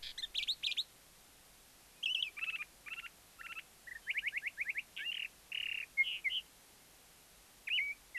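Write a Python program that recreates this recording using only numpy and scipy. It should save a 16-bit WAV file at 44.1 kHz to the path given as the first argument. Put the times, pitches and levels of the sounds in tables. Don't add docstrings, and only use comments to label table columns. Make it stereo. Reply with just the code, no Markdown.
import sys
import numpy as np
from scipy import signal
from scipy.fft import rfft, irfft
from scipy.io import wavfile
from scipy.ndimage import uniform_filter1d

SR = 44100
rng = np.random.default_rng(int(sys.argv[2]) if len(sys.argv) > 2 else 0)


def unload_wav(signal):
    wavfile.write(
        sys.argv[1],
        SR,
        np.round(np.clip(np.atleast_2d(signal).T, -1, 1) * 32767).astype(np.int16),
    )


N = 360738
TIME = np.arange(N) / SR

# start t/s, end t/s, first f/Hz, middle f/Hz, last f/Hz, level/dB, crest position/0-1
HIGH_CHIP = (.176, .212, 1480, 2090, 1650, -34.5, .25)
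LOW_CHIP = (.219, .257, 1420, 1830, 1440, -31, .53)
SLUR_LEAD_IN = (2.024, 2.052, 2300, 3180, 3130, -28.5, .54)
WHISTLES = [(1.93, 2.03, 2480, 2490, 2480, -64, .6), (3.865, 3.9, 1380, 1950, 1560, -39, .58),
            (3.907, 3.935, 1480, 2000, 1480, -36.5, .42), (3.948, 3.977, 1560, 1870, 1420, -38, .38),
            (4.01, 4.1, 3150, 3080, 3200, -58, .65), (4.985, 5.03, 2450, 2220, 2340, -41, .5),
            (5.028, 5.107, 2330, 2800, 2690, -31, .88), (5.969, 6.034, 2180, 2147, 2165, -21.2, .56),
            (6.239, 6.294, 2460, 2150, 2050, -24.5, .7), (7.669, 7.695, 2780, 2250, 1380, -31, .48),
            (8.142, 8.195, 2280, 1950, 1930, -32.5, .42)]
SECOND_VOICE = [(4.975, 5.072, 1520, 1720, 2180, -39, .5), (7.685, 7.699, 4300, 3100, 2400, -46, .62),
                (8.168, 8.19, 2550, 2720, 2600, -36, .55)]
# t/s, f/Hz, level/dB
LONG_WHISTLE = [(7.698, 2080, -70), (7.704, 2410, -32), (7.735, 2840, -27.3), (7.77, 3040, -28.5),
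                (7.781, 2470, -27.5), (7.793, 2030, -25.5), (7.815, 2255, -31.5), (7.847, 2278, -34.5),
                (7.912, 2255, -35), (7.94, 2490, -70)]
# start t/s, end t/s, knee f/Hz, last f/Hz, level/dB, crest position/0-1
RISES = [(.339, .374, 2450, 4250, -31, .7), (.467, .543, 3000, 4700, -26.3, .44),
         (.624, .661, 2480, 4380, -28.7, .68), (.762, .826, 2800, 4580, -26.2, .49)]
# start t/s, snap t/s, low f/Hz, sinking t/s, level/dB before the throat
LOOPS = [(.374, .4325, 2290, .0142, -23), (.6615, .72, 2390, .0098, -22)]
# start t/s, turn t/s, end t/s, first f/Hz, low f/Hz, last f/Hz, settling t/s, level/dB, accent/dB
SLURS = [(2.0553, 2.094, 2.14, 3850, 2590, 3020, .004, -30.8, -27.5),
         (2.1452, 2.194, 2.22, 3600, 2580, 3060, .0082, -33, -24.5),
         (2.2232, 2.277, 2.295, 4050, 2590, 2290, .0068, -37.5, -22.5)]
# start t/s, flick t/s, held f/Hz, fundamental level/dB, octave level/dB, flick top f/Hz
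CHUCKS = [(2.368, 2.39, 1195, -54, -38.5, 2730), (2.412, 2.442, 1335, -49.5, -31.5, 3160),
          (2.464, 2.5004, 1321, -52, -32, 3150), (2.524, 2.559, 1328, -52.5, -33.5, 3100),
          (2.586, 2.622, 1220, -51.5, -37, 2750), (2.861, 2.881, 1200, -54, -42, 2610),
          (2.904, 2.935, 1345, -51, -37, 3170), (2.963, 2.994, 1375, -50, -39.5, 3000),
          (3.024, 3.061, 1387, -47, -44.5, 3000), (3.388, 3.4094, 1376, -47.5, -53, 2060),
          (3.431, 3.463, 1370, -47, -45.5, 2880), (3.486, 3.523, 1368, -47, -41.5, 3150),
          (3.554, 3.59, 1330, -49.5, -40, 3170)]
# start t/s, end t/s, knee f/Hz, top f/Hz, level/dB
SWEEPS = [(4.062, 4.119, 2620, 3060, -27.3), (4.134, 4.1985, 2640, 3080, -27.3),
          (4.217, 4.291, 2510, 3020, -27.5), (4.318, 4.386, 2420, 2850, -28),
          (4.415, 4.4855, 2450, 2880, -29), (4.568, 4.629, 2560, 2600, -28),
          (4.646, 4.7125, 2470, 2780, -28), (4.741, 4.801, 2680, 2950, -29.3)]
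# start t/s, turn t/s, f/Hz, level/dB
TRILL = [(5.116, 5.1264, 2970, -32.5), (5.142, 5.152, 3080, -32.5), (5.168, 5.177, 2870, -33),
         (5.194, 5.204, 2780, -32.5), (5.22, 5.23, 2770, -32), (5.246, 5.255, 2630, -31.5),
         (5.518, 5.528, 2700, -33.5), (5.546, 5.5547, 2870, -30), (5.572, 5.582, 2820, -30),
         (5.599, 5.609, 2890, -31), (5.628, 5.638, 2840, -30.5), (5.656, 5.6665, 2750, -31),
         (5.685, 5.696, 2710, -31.5), (5.713, 5.724, 2720, -30.5), (5.743, 5.754, 2720, -31),
         (5.773, 5.7845, 2670, -31.5), (5.8, 5.811, 2670, -32), (5.826, 5.8355, 2400, -35)]
# arched-note columns, first and last flutter f/Hz, first and last swing f/Hz, throb depth/0-1
BUZZES = [(6.026, 6.208, 3080, 2860, 2620, -33.7, .36, 238, 186, 90, 330, .55),
          (6.291, 6.407, 2760, 3085, 2740, -29.4, .62, 196, 204, 110, 160, .13)]
# t/s, f/Hz, level/dB before the throat, flutter f/Hz, swing f/Hz, throb depth/0-1
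RASP = [(.024, 2000, -68, 120, 420, .1), (.033, 2084, -44, 119.3, 515, 0), (.065, 2080, -45, 125, 460, .1),
        (.11, 2020, -46, 129, 450, .1), (.124, 1800, -58, 128, 300, .1)]
CHATTER = [(4.964, 2835, -45, 174, 282, 0.89), (4.98, 2683, -38.5, 252, 380, 1),
           (4.997, 2595, -38, 385, 380, 0.65), (5.012, 3050, -44, 428, 200, .4),
           (5.03, 3300, -53, 430, 80, 0.18), (5.04, 3300, -75, 430, 80, .2)]
# gain/dB of each harmonic, from the fundamental up; a strong octave makes the chips nasal
HIGH_CHIP_TONE = [-9.5, -1, -15.5, -17, -29]
LOW_CHIP_TONE = [-16, 0, -33, -26, -30]
LOOP_TONE = [-0.5, -16.5, -26, -33]
RISE_TONE = [0, -21.5, -30, -36]
SLUR_TONE = [0, -23.5, -31.5]
PURE_TONE = [0, -39.5, -48]
SECOND_VOICE_TONE = [0, -24]
RASP_TONE = [1, 7, -2, -5]
# delay t/s, level/dB
BRANCHES = [(.004, -21), (0.0094, -15.5), (0.0265, -24.5)]
# t/s, level/dB
PUFF = [(0, -48), (.1, -51), (.2, -56), (.4, -54), (.5, -69), (1.2, -72), (3.5, -102), (4, -100)]
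# f/Hz, relative level/dB
AIR = [(10, -12.5), (25, -9.5), (40, 0), (52, 0.5), (70, -13), (140, -12.5), (165, -7.5), (190, -12.5),
       (650, -15.5), (760, -11.5), (880, -17.5), (3000, -17.5), (6000, -20.5), (13000, -20)]
HISS = [(10, 1), (40, 0.5), (130, -1), (500, -3), (1500, -5.5), (6000, -7), (13000, -7.5)]


def mockingbird():
    syllables = [arched(HIGH_CHIP, HIGH_CHIP_TONE, taper=.9), arched(LOW_CHIP, LOW_CHIP_TONE),
                 arched(SLUR_LEAD_IN, SLUR_TONE, taper=2.2), long_whistle(),
                 scratch(RASP, RASP_TONE, trim_db=.1, width_hz=650, unsteady=.044, jitter=.026, shimmer=.3),
                 scratch(CHATTER, PURE_TONE, trim_db=-.6, width_hz=2500,
                         unsteady=.082, jitter=.036, shimmer=.35)]
    syllables += [arched(row, PURE_TONE) for row in WHISTLES]
    syllables += [arched(row, SECOND_VOICE_TONE) for row in SECOND_VOICE]
    for sing, rows in [(rise, RISES), (loop, LOOPS), (slur, SLURS), (chuck, CHUCKS),
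                       (sweep, SWEEPS), (trill_note, TRILL), (buzz, BUZZES)]:
        syllables += [sing(*row) for row in rows]
    song = np.zeros(N)
    for t, sound in syllables:
        song[np.rint(t * SR).astype(int)] += sound
    return song


def syrinx(t, hz, harmonics, jitter=.0056, shimmer=.033):
    phase = 2 * np.pi * np.cumsum(hz * (1 + jitter * tremor(t))) / SR
    tone = sum(env * np.sin(k * phase) * (k * hz < SR / 2) for k, env in enumerate(harmonics, 1))
    fades = signal.windows.tukey(len(t), min(1, 80 / len(t)))
    return np.sqrt(2) * tone * (1 + shimmer * tremor(t)) * fades


def throat(hz, width_hz, centre_hz=3450):
    return 1 / np.hypot(1, (hz - centre_hz) / width_hz)


def note(t, hz, env, tone, throat_hz=1000, purity_db=0):
    mistuned = np.clip((throat_hz / hz) ** 9, 1, 10)
    brightness = amp(-purity_db * np.maximum(np.log2(hz / np.median(hz)), 0))
    fundamental = env * amp(tone[0]) / mistuned ** .42
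    overtones = [env * brightness * amp(db) * mistuned ** (1 / k) for k, db in enumerate(tone[1:], 1)]
    return t, syrinx(t, hz, [fundamental] + overtones)


def arched(row, tone, taper=1.45):
    start, end, first_hz, middle_hz, last_hz, db, crest = row
    t, u = progress(start, end)
    return note(t, arch(u, first_hz, middle_hz, last_hz), amp(db) * swell(u, crest, taper), tone)


def long_whistle():
    times, hz, db = np.transpose(LONG_WHISTLE)
    t = span(times[0], times[-1])
    return note(t, glide(t, times, hz), glide(t, times, amp(db)), PURE_TONE)


def rise(start, end, knee_hz, last_hz, db, crest, from_hz=1300, leap_s=.012):
    t, u = progress(start, end)
    leap_hz = (from_hz - knee_hz) * np.exp(-((t - start) / leap_s) ** 2)
    hz = knee_hz + leap_hz + (last_hz - knee_hz) * u
    return note(t, hz, amp(db) * swell(u, crest, taper=1.8), RISE_TONE, throat_hz=2400, purity_db=22)


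def loop(start, snap, low_hz, sink_s, db):
    top_hz, snap_s, curve, sag_db_per_s = 4450, .0052, 1.55, 62
    t = span(start, snap + .012)
    tension = np.exp(-abs((t - start) / sink_s) ** curve) + np.exp(-abs((t - snap) / snap_s) ** curve)
    hz = low_hz + (top_hz - low_hz) * tension
    env = amp(db - sag_db_per_s * (t - start)) * throat(hz, width_hz=350)
    env *= gate(t, attack_s=.002, release_s=.006)
    return note(t, hz, env, LOOP_TONE, throat_hz=2350, purity_db=16)


def slur(start, turn, end, first_hz, low_hz, last_hz, settle_s, db, accent_db):
    turn_s, accent_at_s, accent_s = .0055, .0052, .0042
    t = span(start, end)
    fall_hz = (first_hz - low_hz) * np.exp(-(t - start) / settle_s)
    bend_hz = (last_hz - low_hz) / (1 + np.exp((turn - t) / turn_s))
    accent = amp(accent_db) * np.exp(-((t - start - accent_at_s) / accent_s) ** 2)
    env = (amp(db) + accent) * gate(t, attack_s=.004, release_s=.013)
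    return note(t, low_hz + fall_hz + bend_hz, env, SLUR_TONE, purity_db=56)


def chuck(start, flick, pitch_hz, low_db, octave_db, top_hz):
    scoop, sag, flick_s, flick_db = .965, .988, .009, -36
    times = np.r_[start + (flick - start) * np.array([0, .15, .6, .88]),
                  flick + np.linspace(0, flick_s, 5)]
    t = span(start, times[-1])
    held_hz = pitch_hz * np.array([.98 * scoop, scoop, 1, sag])
    flick_hz = pitch_hz + (top_hz - pitch_hz) * np.array([.07, .24, .52, .82, 1])
    hz = glide(t, times, np.r_[held_hz, flick_hz])
    fundamental_db = np.r_[low_db + np.array([-12, -5, 1, -1, 3]), flick_db + np.array([-8, 1, -2, -25])]
    fundamental = glide(t, times, amp(fundamental_db))
    octave = glide(t, times, amp(octave_db + np.array([-5.5, -6.5, 1, 4, 1, -20, -37, -45, -60])))
    return t, syrinx(t, hz, [fundamental, octave, amp(-31.5) * octave])


def sweep(start, end, knee_hz, top_hz, db):
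    from_hz, curve, full_hz, db_per_octave = 1530, 1.12, 2200, 39
    flick_lead_s, flick_s = .0075, .0013
    t, u = progress(start, end)
    flick = 1 / (1 + np.exp((end - flick_lead_s - t) / flick_s))
    hz = from_hz * (knee_hz / from_hz) ** (u ** curve) + (top_hz - knee_hz) * flick
    env = amp(db - db_per_octave * np.maximum(np.log2(full_hz / hz), 0))
    return note(t, hz, env * gate(t, attack_s=.012, release_s=.007), PURE_TONE)


def trill_note(start, turn, pitch_hz, db, climb=.028):
    times = np.r_[start + np.array([0, .0021, .0049]), turn + np.array([-.001, .0011, .0036, .0083])]
    t = span(start, times[-1])
    held_hz = pitch_hz * np.array([.76, 1 - climb, 1, 1 + 2 * climb])
    hz = glide(t, times, np.r_[held_hz, 2500, 2000, 1550])
    drop_db = rng.normal(-9.5, 3)
    env = glide(t, times, amp(db + np.array([-26, 1.8, 0, 0, -2, drop_db, -42])))
    return t, syrinx(t, hz, [env * amp(gain_db) for gain_db in PURE_TONE])


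def buzz(start, end, first_hz, middle_hz, last_hz, db, crest,
         first_rate_hz, last_rate_hz, first_swing_hz, last_swing_hz, depth):
    t, u = progress(start, end)
    rate_hz = np.linspace(first_rate_hz, last_rate_hz, len(t))
    swing_hz = np.linspace(first_swing_hz, last_swing_hz, len(t))
    hz = arch(u, first_hz, middle_hz, last_hz)
    hz, env = flutter(t, hz, amp(db) * swell(u, crest, taper=1), rate_hz, swing_hz, depth, unsteady=.13)
    return t, syrinx(t, hz, [env * amp(gain_db) for gain_db in PURE_TONE], jitter=.014, shimmer=.13)


def scratch(rows, tone, trim_db, width_hz, unsteady, jitter, shimmer):
    times, pitch_hz, db, rate_hz, swing_hz, depth = np.transpose(rows)
    t = span(times[0], times[-1])
    curves = [glide(t, times, points) for points in (pitch_hz, amp(db + trim_db), rate_hz, swing_hz, depth)]
    hz, env = flutter(t, *curves, unsteady)
    harmonics = [env * amp(gain_db) * throat(k * hz, width_hz) for k, gain_db in enumerate(tone, 1)]
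    return t, syrinx(t, hz, harmonics, jitter, shimmer)


def flutter(t, hz, env, rate_hz, swing_hz, depth, unsteady):
    cycle = 2 * np.pi * np.cumsum(rate_hz * (1 + unsteady * tremor(t))) / SR
    return hz + swing_hz * np.sin(cycle), env * (1 - np.clip(depth, 0, 1) * np.cos(cycle))


def tremor(t, window=160):
    return unit_rms(np.convolve(rng.standard_normal(len(t) + window - 1), np.hanning(window), "valid"))


def glide(t, times, values):
    return uniform_filter1d(np.interp(t, np.maximum.accumulate(times), values), size=70, mode="nearest")


def arch(u, first_hz, middle_hz, last_hz):
    return np.polyval(np.polyfit([0, .5, 1], [first_hz, middle_hz, last_hz], 2), u)


def swell(u, crest, taper):
    skewed = np.interp(u, [0, np.clip(crest, .02, .98), 1], [0, .5, 1])
    return np.abs(np.sin(np.pi * skewed)) ** taper


def gate(t, attack_s, release_s):
    return np.minimum((t - t[0]) / attack_s, 1) * np.minimum((t[-1] - t) / release_s, 1)


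def span(start, end):
    return TIME[max(int(start * SR), 0):int(end * SR)]


def progress(start, end):
    t = span(start, end)
    return t, np.clip((t - start) / (end - start), 0, 1)


def amp(db):
    return 10 ** (np.asarray(db) / 20)


def unit_rms(x):
    return x / np.sqrt(np.mean(x ** 2) + 1e-20)


def canyon(song):
    branches = sum(amp(db) * np.interp(TIME - delay_s, TIME, song) for delay_s, db in BRANCHES)
    crown = amp(-15) * scatter(song, delay_s=.001, t60_s=.07)
    slopes = amp(-28) * scatter(song, delay_s=.018, t60_s=.42)
    wall = amp(-46) * scatter(song, delay_s=.8, t60_s=1.2)
    return branches + crown + slopes + wall


def scatter(x, delay_s, t60_s):
    taps = rng.standard_normal(SR) * (rng.random(SR) < .15) * amp(-60 * TIME[:SR] / t60_s)
    response = np.r_[np.zeros(int(delay_s * SR)), taps / np.linalg.norm(taps)]
    return signal.fftconvolve(x, response)[:N]


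def wind_puff():
    rumble = noise([(5, 2), (30, -4), (55, -10), (110, -28), (400, -69), (2000, -90)])
    return rumble * amp(np.interp(TIME, *np.transpose(PUFF)))


def noise(spectrum):
    hz, db = np.transpose(spectrum)
    colour = amp(np.interp(np.log(np.fft.rfftfreq(N, 1 / SR) + 1), np.log(hz), db))
    return unit_rms(irfft(rfft(rng.standard_normal(N)) * colour, N))


def scene():
    song = mockingbird()
    wind = wind_puff()
    left = song + canyon(song) + amp(-57.5) * noise(AIR) + wind
    return np.array([left, amp(-57) * noise(HISS)])


def record(dry, cutoff_hz=13230):
    lowpass = signal.firwin(601, cutoff_hz, window=("kaiser", 8), fs=SR)
    return signal.oaconvolve(dry, lowpass[None], "same")


dry = scene()
out = record(dry)
unload_wav(out)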